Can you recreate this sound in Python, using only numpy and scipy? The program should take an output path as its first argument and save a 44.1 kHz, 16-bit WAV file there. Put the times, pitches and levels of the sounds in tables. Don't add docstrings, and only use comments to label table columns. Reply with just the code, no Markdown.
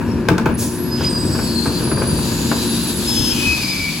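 import sys
import numpy as np
from scipy import signal
from scipy.fft import rfft, irfft
from scipy.io import wavfile

SR = 44100
rng = np.random.default_rng(int(sys.argv[2]) if len(sys.argv) > 2 else 0)


def digitize_waveform(pressure):
    field = np.atleast_2d(pressure).T
    bounded = np.clip(field, -1, 1)
    quanta = np.round(bounded * 32767).astype(np.int16)
    wavfile.write(sys.argv[1], SR, quanta)


N = 176400
T = np.arange(N) / SR
HZ = np.fft.rfftfreq(N, 1 / SR)
BASS_PAN_DB = 2.5


def undb(db):
    return 10 ** (np.asarray(db) / 20)


def unit(x):
    return x / np.sqrt(np.mean(x ** 2) + 1e-18)


def curve(rows, column=1):
    rows = np.array(rows)
    return np.interp(T, rows[:, 0], rows[:, column])


def colour(x, points):
    hz, db = np.array(points).T
    gain = undb(np.interp(np.log(HZ + 1), np.log(hz), db))
    return unit(irfft(rfft(x) * gain, N))


def band(x, hz, width_hz):
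    return unit(irfft(rfft(x) / (1 + ((HZ ** 2 - hz ** 2) / ((HZ + 1) * width_hz)) ** 2), N))


def drift(rate_hz):
    return unit(irfft(rfft(rng.standard_normal(N)) / (1 + (HZ / rate_hz) ** 4), N))


def pan(db):
    return undb(np.array([[db], [-db]]) / 2)


def noise(side):
    mid, spread = rng.standard_normal((2, N))
    return unit(mid + side * spread * np.array([[1], [-1]]))


def fade(start, attack_s, decay_s):
    age = T - start
    return np.clip(age / attack_s, 0, 1) * np.exp(-np.clip((age - attack_s) / decay_s, 0, 50))


def narrowband(phase, width_hz, side):
    lowpass = 1 / (1 + (2 * HZ / width_hz) ** 2)
    a, b = (unit(irfft(rfft(noise(side)) * lowpass, N)) for _ in range(2))
    return a * np.cos(phase) + b * np.sin(phase)


# time_s, firing_hz, level_db
ENGINE_RUN = [(0, 79.43, -21), (.6, 78.17, -24.5), (1.2, 78.23, -23), (2.6, 77.3, -22.5), (3.1, 77.26, -24),
              (3.45, 78.35, -23), (3.6, 67.93, -27), (3.8, 58.76, -30.5), (4, 50.15, -29.5)]
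# firing_multiple, level_db
WHINES = [(1, -11.5), (2.985, 0), (3.93, -15.5), (4.58, -5)]
# freq_hz, gain_db
ENGINE_COLOUR = [(20, -33), (35, -33), (55, -0.5), (85, -2.5), (170, 3.5), (290, 4.5), (400, -7),
                 (550, -14.5), (740, -23.5), (950, -10.5), (1250, -23), (1700, -17), (2050, -28.5),
                 (2600, -23.5), (5000, -59), (15000, -90.5)]

def engine():
    cycles = np.cumsum(curve(ENGINE_RUN) * (1 + .003 * drift(4))) / SR
    firings = np.diff(np.floor(cycles), prepend=0) * undb(12 * rng.standard_normal(N))
    clatter = unit(noise(side=.21) * (1 + .21 * np.exp(-(cycles % 1) / .9)))
    body = colour(clatter + .14 * unit(firings), ENGINE_COLOUR)
    whine = 0
    for multiple, db in WHINES:
        amplitude = np.sqrt(2) * undb(db + 2 * drift(3.7))
        whine += amplitude * np.sin(2 * np.pi * multiple * cycles + .31 * drift(10.6))
    return (undb(.5) * body + undb(-3.5) * whine) * undb(curve(ENGINE_RUN, column=2)) * pan(BASS_PAN_DB)


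# time_s, hiss_db, top_octave_db
OIL_FLOW = [(0, -43.5, -47.5), (.5, -45, -62), (.85, -37.5, -46.5), (1.2, -34.5, -39.5), (1.45, -32, -36.5),
            (1.8, -28.5, -36), (1.95, -33, -43), (2.15, -29.5, -36), (2.3, -26.5, -33.5), (2.7, -25.5, -32),
            (2.91, -25, -31), (2.94, -31, -34), (3.0, -25, -30.5), (3.3, -25.5, -31), (3.55, -23.5, -33),
            (4, -26.5, -36)]
# freq_hz, gain_db
HISS_COLOUR = [(1500, -6.5), (2100, -11.5), (2600, -3), (3200, -4.5), (4100, 1.5), (4900, 2), (5500, -6),
               (6100, -3), (7000, -11.5), (11000, -59)]
# freq_hz, gain_db
TOP_COLOUR = [(5900, -29), (6900, 6), (8000, 6), (9300, -0.5), (10500, 9), (12000, 3), (13500, -1),
              (16000, -8.5)]

def oil_hiss():
    flutter = undb(.8 * drift(25))
    hiss = colour(noise(side=.65), HISS_COLOUR) * undb(curve(OIL_FLOW) - 3) * pan(2.7)
    top = colour(noise(side=.05), TOP_COLOUR) * undb(curve(OIL_FLOW, column=2) + 2)
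    return (hiss + top + valve_spurts()) * flutter


# time_s, level_db
ROLL = [(0, -25.5), (.5, -23.5), (.75, -32), (1, -24), (1.4, -24), (1.6, -29.5), (1.9, -22), (2.15, -20),
        (2.4, -27), (2.55, -27.5), (3.1, -30.5), (4, -53)]
# freq_hz, gain_db
ROLL_COLOUR = [(25, -33), (60, 4), (120, 8), (300, -2.5), (450, -3), (750, -15.5), (1000, -21),
               (1600, -22.5), (2200, -58), (14000, -81)]

def wheels(jolts_per_s=160):
    jolts = (rng.random(N) < jolts_per_s / SR) * rng.standard_normal(N)
    return colour(unit(jolts) + noise(side=.24), ROLL_COLOUR) * undb(curve(ROLL)) * pan(BASS_PAN_DB)


# freq_hz, gain_db
WALL_COLOUR = [(150, -4.5), (350, 2.5), (480, 5.5), (680, -11.5), (950, 3), (1250, -3), (1600, 0),
               (2000, -15.5), (2400, -6), (3200, -23), (8000, -31)]

def lid_rattle(taps_per_s=60, decay_s=.0094):
    taps = (rng.random(N) < taps_per_s / SR) * rng.random(N)
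    shake = unit(signal.lfilter([1], [1, -np.exp(-1 / (decay_s * SR))], taps))
    return colour(noise(side=1), WALL_COLOUR) * shake * undb(curve(ROLL) - 14) * pan(BASS_PAN_DB)


# start_s, end_s, first_hz, last_hz, level_db, roughness (0-1), pan_db
SQUEALS = [(.08, .11, 5450, 5430, -41, .3, 0), (.545, .7, 10300, 10380, -35, .2, -1),
           (.73, .78, 10550, 10850, -41, .5, 0), (.78, .89, 11430, 11420, -37.5, .2, 0),
           (.918, 1.0, 5020, 4985, -29.5, .1, 0), (1.02, 1.07, 4985, 4940, -24, .25, -3),
           (1.11, 1.245, 4925, 4880, -27, .25, -3), (1.06, 1.42, 8300, 7900, -37, .7, 0),
           (1.48, 1.76, 4260, 4205, -34.5, .45, 4), (1.555, 1.63, 4245, 4222, -25.5, .1, 10),
           (1.55, 1.67, 8490, 8440, -37, .25, 0), (1.75, 2.22, 4770, 4715, -37, .6, 1),
           (1.835, 1.95, 10580, 10380, -29.5, .25, 0), (2.0, 2.19, 10200, 9600, -31.5, .8, 0),
           (2.67, 2.96, 10770, 10830, -32.5, .3, 0), (3.07, 3.15, 10960, 10920, -37, .4, 0),
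           (3.072, 3.32, 5160, 5190, -24, .05, 5), (3.15, 3.3, 6205, 6180, -37, .2, 1),
           (3.388, 3.56, 2518, 2542, -23, .1, 6), (3.615, 3.73, 5005, 4980, -27.5, .06, 1),
           (3.66, 3.88, 2325, 2285, -32.5, .4, 4)]

def valve_squeals(attack_s=.0017, release_s=.0035, swell_s=.04, trail_s=.13, skirt_db=-8):
    out = np.zeros((2, N))
    for start, end, first_hz, last_hz, db, rough, pan_db in SQUEALS:
        progress = np.clip((T - start) / (end - start), 0, 1)
        glide_hz = first_hz + (last_hz - first_hz) * progress ** .709
        waver = 1 + .00716 * rough * (drift(59) + drift(13.5))
        phase = 2 * np.pi * np.cumsum(glide_hz * waver) / SR
        blur_s = .11 * rough
        gate = np.clip((T - start + blur_s / 2) / (attack_s + blur_s), 0, 1)
        gate *= np.exp(-np.clip((T - end) / (release_s + blur_s), 0, 50))
        skirt = np.exp(np.minimum((T - start) / swell_s, 0) - np.maximum((T - end) / trail_s, 0))
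        dip_db = -1.5 * (np.sin(np.pi * progress) - .5)
        flutter_db = 4 * rough * drift(25)
        tone = np.sqrt(2 * (1 - rough)) * np.sin(phase) * gate * undb(dip_db + flutter_db)
        grit = 1.09 * narrowband(phase, width_hz=.0062 * first_hz, side=.2)
        grit *= np.sqrt(rough) * gate + undb(skirt_db) * skirt
        out += (tone + grit) * undb(db) * pan(pan_db)
    return out


def ring(modes, age, rise_s):
    out = 0
    for (hz, db, t60_s), (detune, offset) in zip(modes, rng.random((len(modes), 2))):
        cycles = hz * (1 + .046 * (detune - .5)) * age + offset
        out += undb(db - 60 * age / t60_s) * np.sin(2 * np.pi * cycles)
    return out * (1 - np.exp(-age / rise_s))


# start_s, wall_db, boom_db, crack_db
KNOCKS = [(0.286, -9.5, -19, -11.5), (.309, -43, -12, -48), (0.328, -56, -25, -49), (0.381, -19, -48, -16),
          (0.458, -13, -16.5, -26.5), (0.488, -28.5, -23.5, -62), (1.007, -23, -25.5, -50),
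          (1.250, -34, -19.5, -55), (1.349, -25, -43, -55), (1.388, -22.5, -25, -50),
          (1.657, -20, -27, -48), (1.914, -20, -23.5, -46), (1.973, -24.5, -30, -52),
          (2.018, -19.5, -44, -46), (2.514, -16, -25.5, -40)]
# pitch_hz, level_db, t60_s
BODY_MODES = [(72, -10, .5), (102, -2.5, .28), (137.5, 3, 0.2), (185.7, 3.5, 0.23), (262, 0.5, .15),
              (310.5, 2.5, 0.18), (374, 7.5, 0.045)]
# pitch_hz, level_db, t60_s
WALL_MODES = [(387, -3, 0.041), (659.6, -3, 0.19), (862, -0.5, 0.12), (1081, 3, 0.029), (1290, -7, 0.07),
              (1505, 2, 0.06), (2210, -30, 0.043)]

def bin_knocks():
    wall_noise = colour(noise(side=.32), WALL_COLOUR)
    crack = band(noise(side=.49), hz=2100, width_hz=5100)
    out, age = np.zeros((2, N)), T[:SR // 2]
    for start, wall_db, boom_db, crack_db in KNOCKS:
        out += undb(wall_db) * wall_noise * (fade(start, .0005, .0097) + .17 * fade(start, .0053, .064))
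        out += undb(crack_db) * crack * fade(start, .00018, .0029)
        boom = undb(boom_db) * ring(BODY_MODES, age, rise_s=.0027)
        wall_ring = undb(wall_db - 6) * ring(WALL_MODES, age, rise_s=.001)
        i = int(start * SR)
        out[:, i:i + len(age)] += (boom + wall_ring)[:N - i]
    return out * pan(2.5)


# start_s, attack_s, decay_s, level_db, centre_hz, width_hz
SPURTS = [(0.573, 0.024, 0.092, -23.5, 7100, 10000), (0.949, 0.089, 0.046, -28.5, 3370, 4500)]

def valve_spurts():
    return sum(band(noise(side=.28), hz, width_hz) * fade(start, attack_s, decay_s) * undb(db)
               for start, attack_s, decay_s, db, hz, width_hz in SPURTS)


# start_s, end_s, first_hz, last_hz, width_hz, level_db, pan_db
RASPS = [(1.2, 1.6, 5550, 5100, 200, -36, -1), (1.25, 1.8, 4850, 4350, 450, -31, 3),
         (2.15, 2.7, 6950, 6850, 300, -36, -3), (2.42, 2.65, 4920, 4880, 160, -36, 0),
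         (2.4, 3.0, 4150, 3850, 380, -33, 1), (2.98, 3.6, 3650, 2700, 700, -31, 8.5),
         (3.25, 4.2, 2460, 2290, 220, -30, 5), (3.15, 4.0, 5200, 4900, 170, -32.5, 0),
         (3.35, 4.2, 4550, 4450, 200, -35, 0), (2.95, 3.6, 6350, 5950, 320, -35, -1)]

def valve_rasps():
    out = np.zeros((2, N))
    for start, end, first_hz, last_hz, width_hz, db, pan_db in RASPS:
        progress = np.clip((T - start) / (end - start), 0, 1)
        phase = 2 * np.pi * np.cumsum(first_hz + (last_hz - first_hz) * progress) / SR
        out += narrowband(phase, width_hz, side=.11) * np.sin(np.pi * progress) * undb(db) * pan(pan_db)
    return out


# start_s, level_db
THUDS = [(3.179, -19.5), (3.309, -26), (3.459, -19.5), (3.58, -29), (3.789, -24.5)]

def thuds(final_hz=62.4, sag_s=.033):
    out = np.zeros((2, N))
    for start, db in THUDS:
        age = np.maximum(T - start, 0)
        cycles = np.cumsum(final_hz * (1 + np.exp(-age / sag_s)) * (age > 0)) / SR
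        rumble = 1.1 * band(noise(side=.24), hz=75, width_hz=70)
        out += undb(db) * fade(start, .019, .034) * (np.sin(2 * np.pi * cycles) + rumble)
    return out * pan(BASS_PAN_DB)


def wall_echoes(x, t60_s=.2, gap_s=.008, bounces_per_s=1200, split_hz=650):
    bounces = rng.standard_normal((2, N)) * (rng.random((2, N)) < bounces_per_s / SR)
    bounces *= undb(-60 * T / t60_s) * (T > gap_s)
    spectrum = rfft(bounces / np.sqrt(np.sum(bounces ** 2, axis=1, keepdims=True)))
    apart = HZ ** 2 / (HZ ** 2 + split_hz ** 2)
    shared = np.sqrt((1 - apart) / 2) * (1 - apart) * spectrum.sum(0)
    response = irfft(np.sqrt(apart) * spectrum + shared, N)
    return signal.fftconvolve(x, response[:, :SR], axes=1)[:, :N]


# freq_hz, lead_rad
LEFT_LEAD = [(2100, -0.089), (2600, 1), (4200, -1.44), (4900, -0.36), (5200, -1.84), (6200, -0.23)]

def microphone_skew(x, lag_from_hz=7000, lag_s=.000227):
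    lead_rad = np.interp(HZ, *np.array(LEFT_LEAD).T)
    lead_rad -= 2 * np.pi * lag_s * np.maximum(HZ - lag_from_hz, 0)
    left = irfft(rfft(x[0]) * np.exp(1j * lead_rad), N)
    return np.array([left, x[1]])


def scene():
    noises = oil_hiss() + valve_rasps() + bin_knocks() + lid_rattle()
    squeals = valve_squeals()
    bass = engine() + wheels() + thuds()
    echoes = wall_echoes(undb(-6) * noises + undb(-11) * squeals)
    return microphone_skew(bass + noises + squeals + echoes)


def record(dry):
    ceiling, cutoff_hz = .88, 15900
    rounded = dry / (1 + (dry / ceiling) ** 6) ** (1 / 6)
    return signal.sosfilt(signal.ellip(8, .2, 70, cutoff_hz, fs=SR, output="sos"), rounded)


dry = scene()
out = record(dry)
digitize_waveform(out)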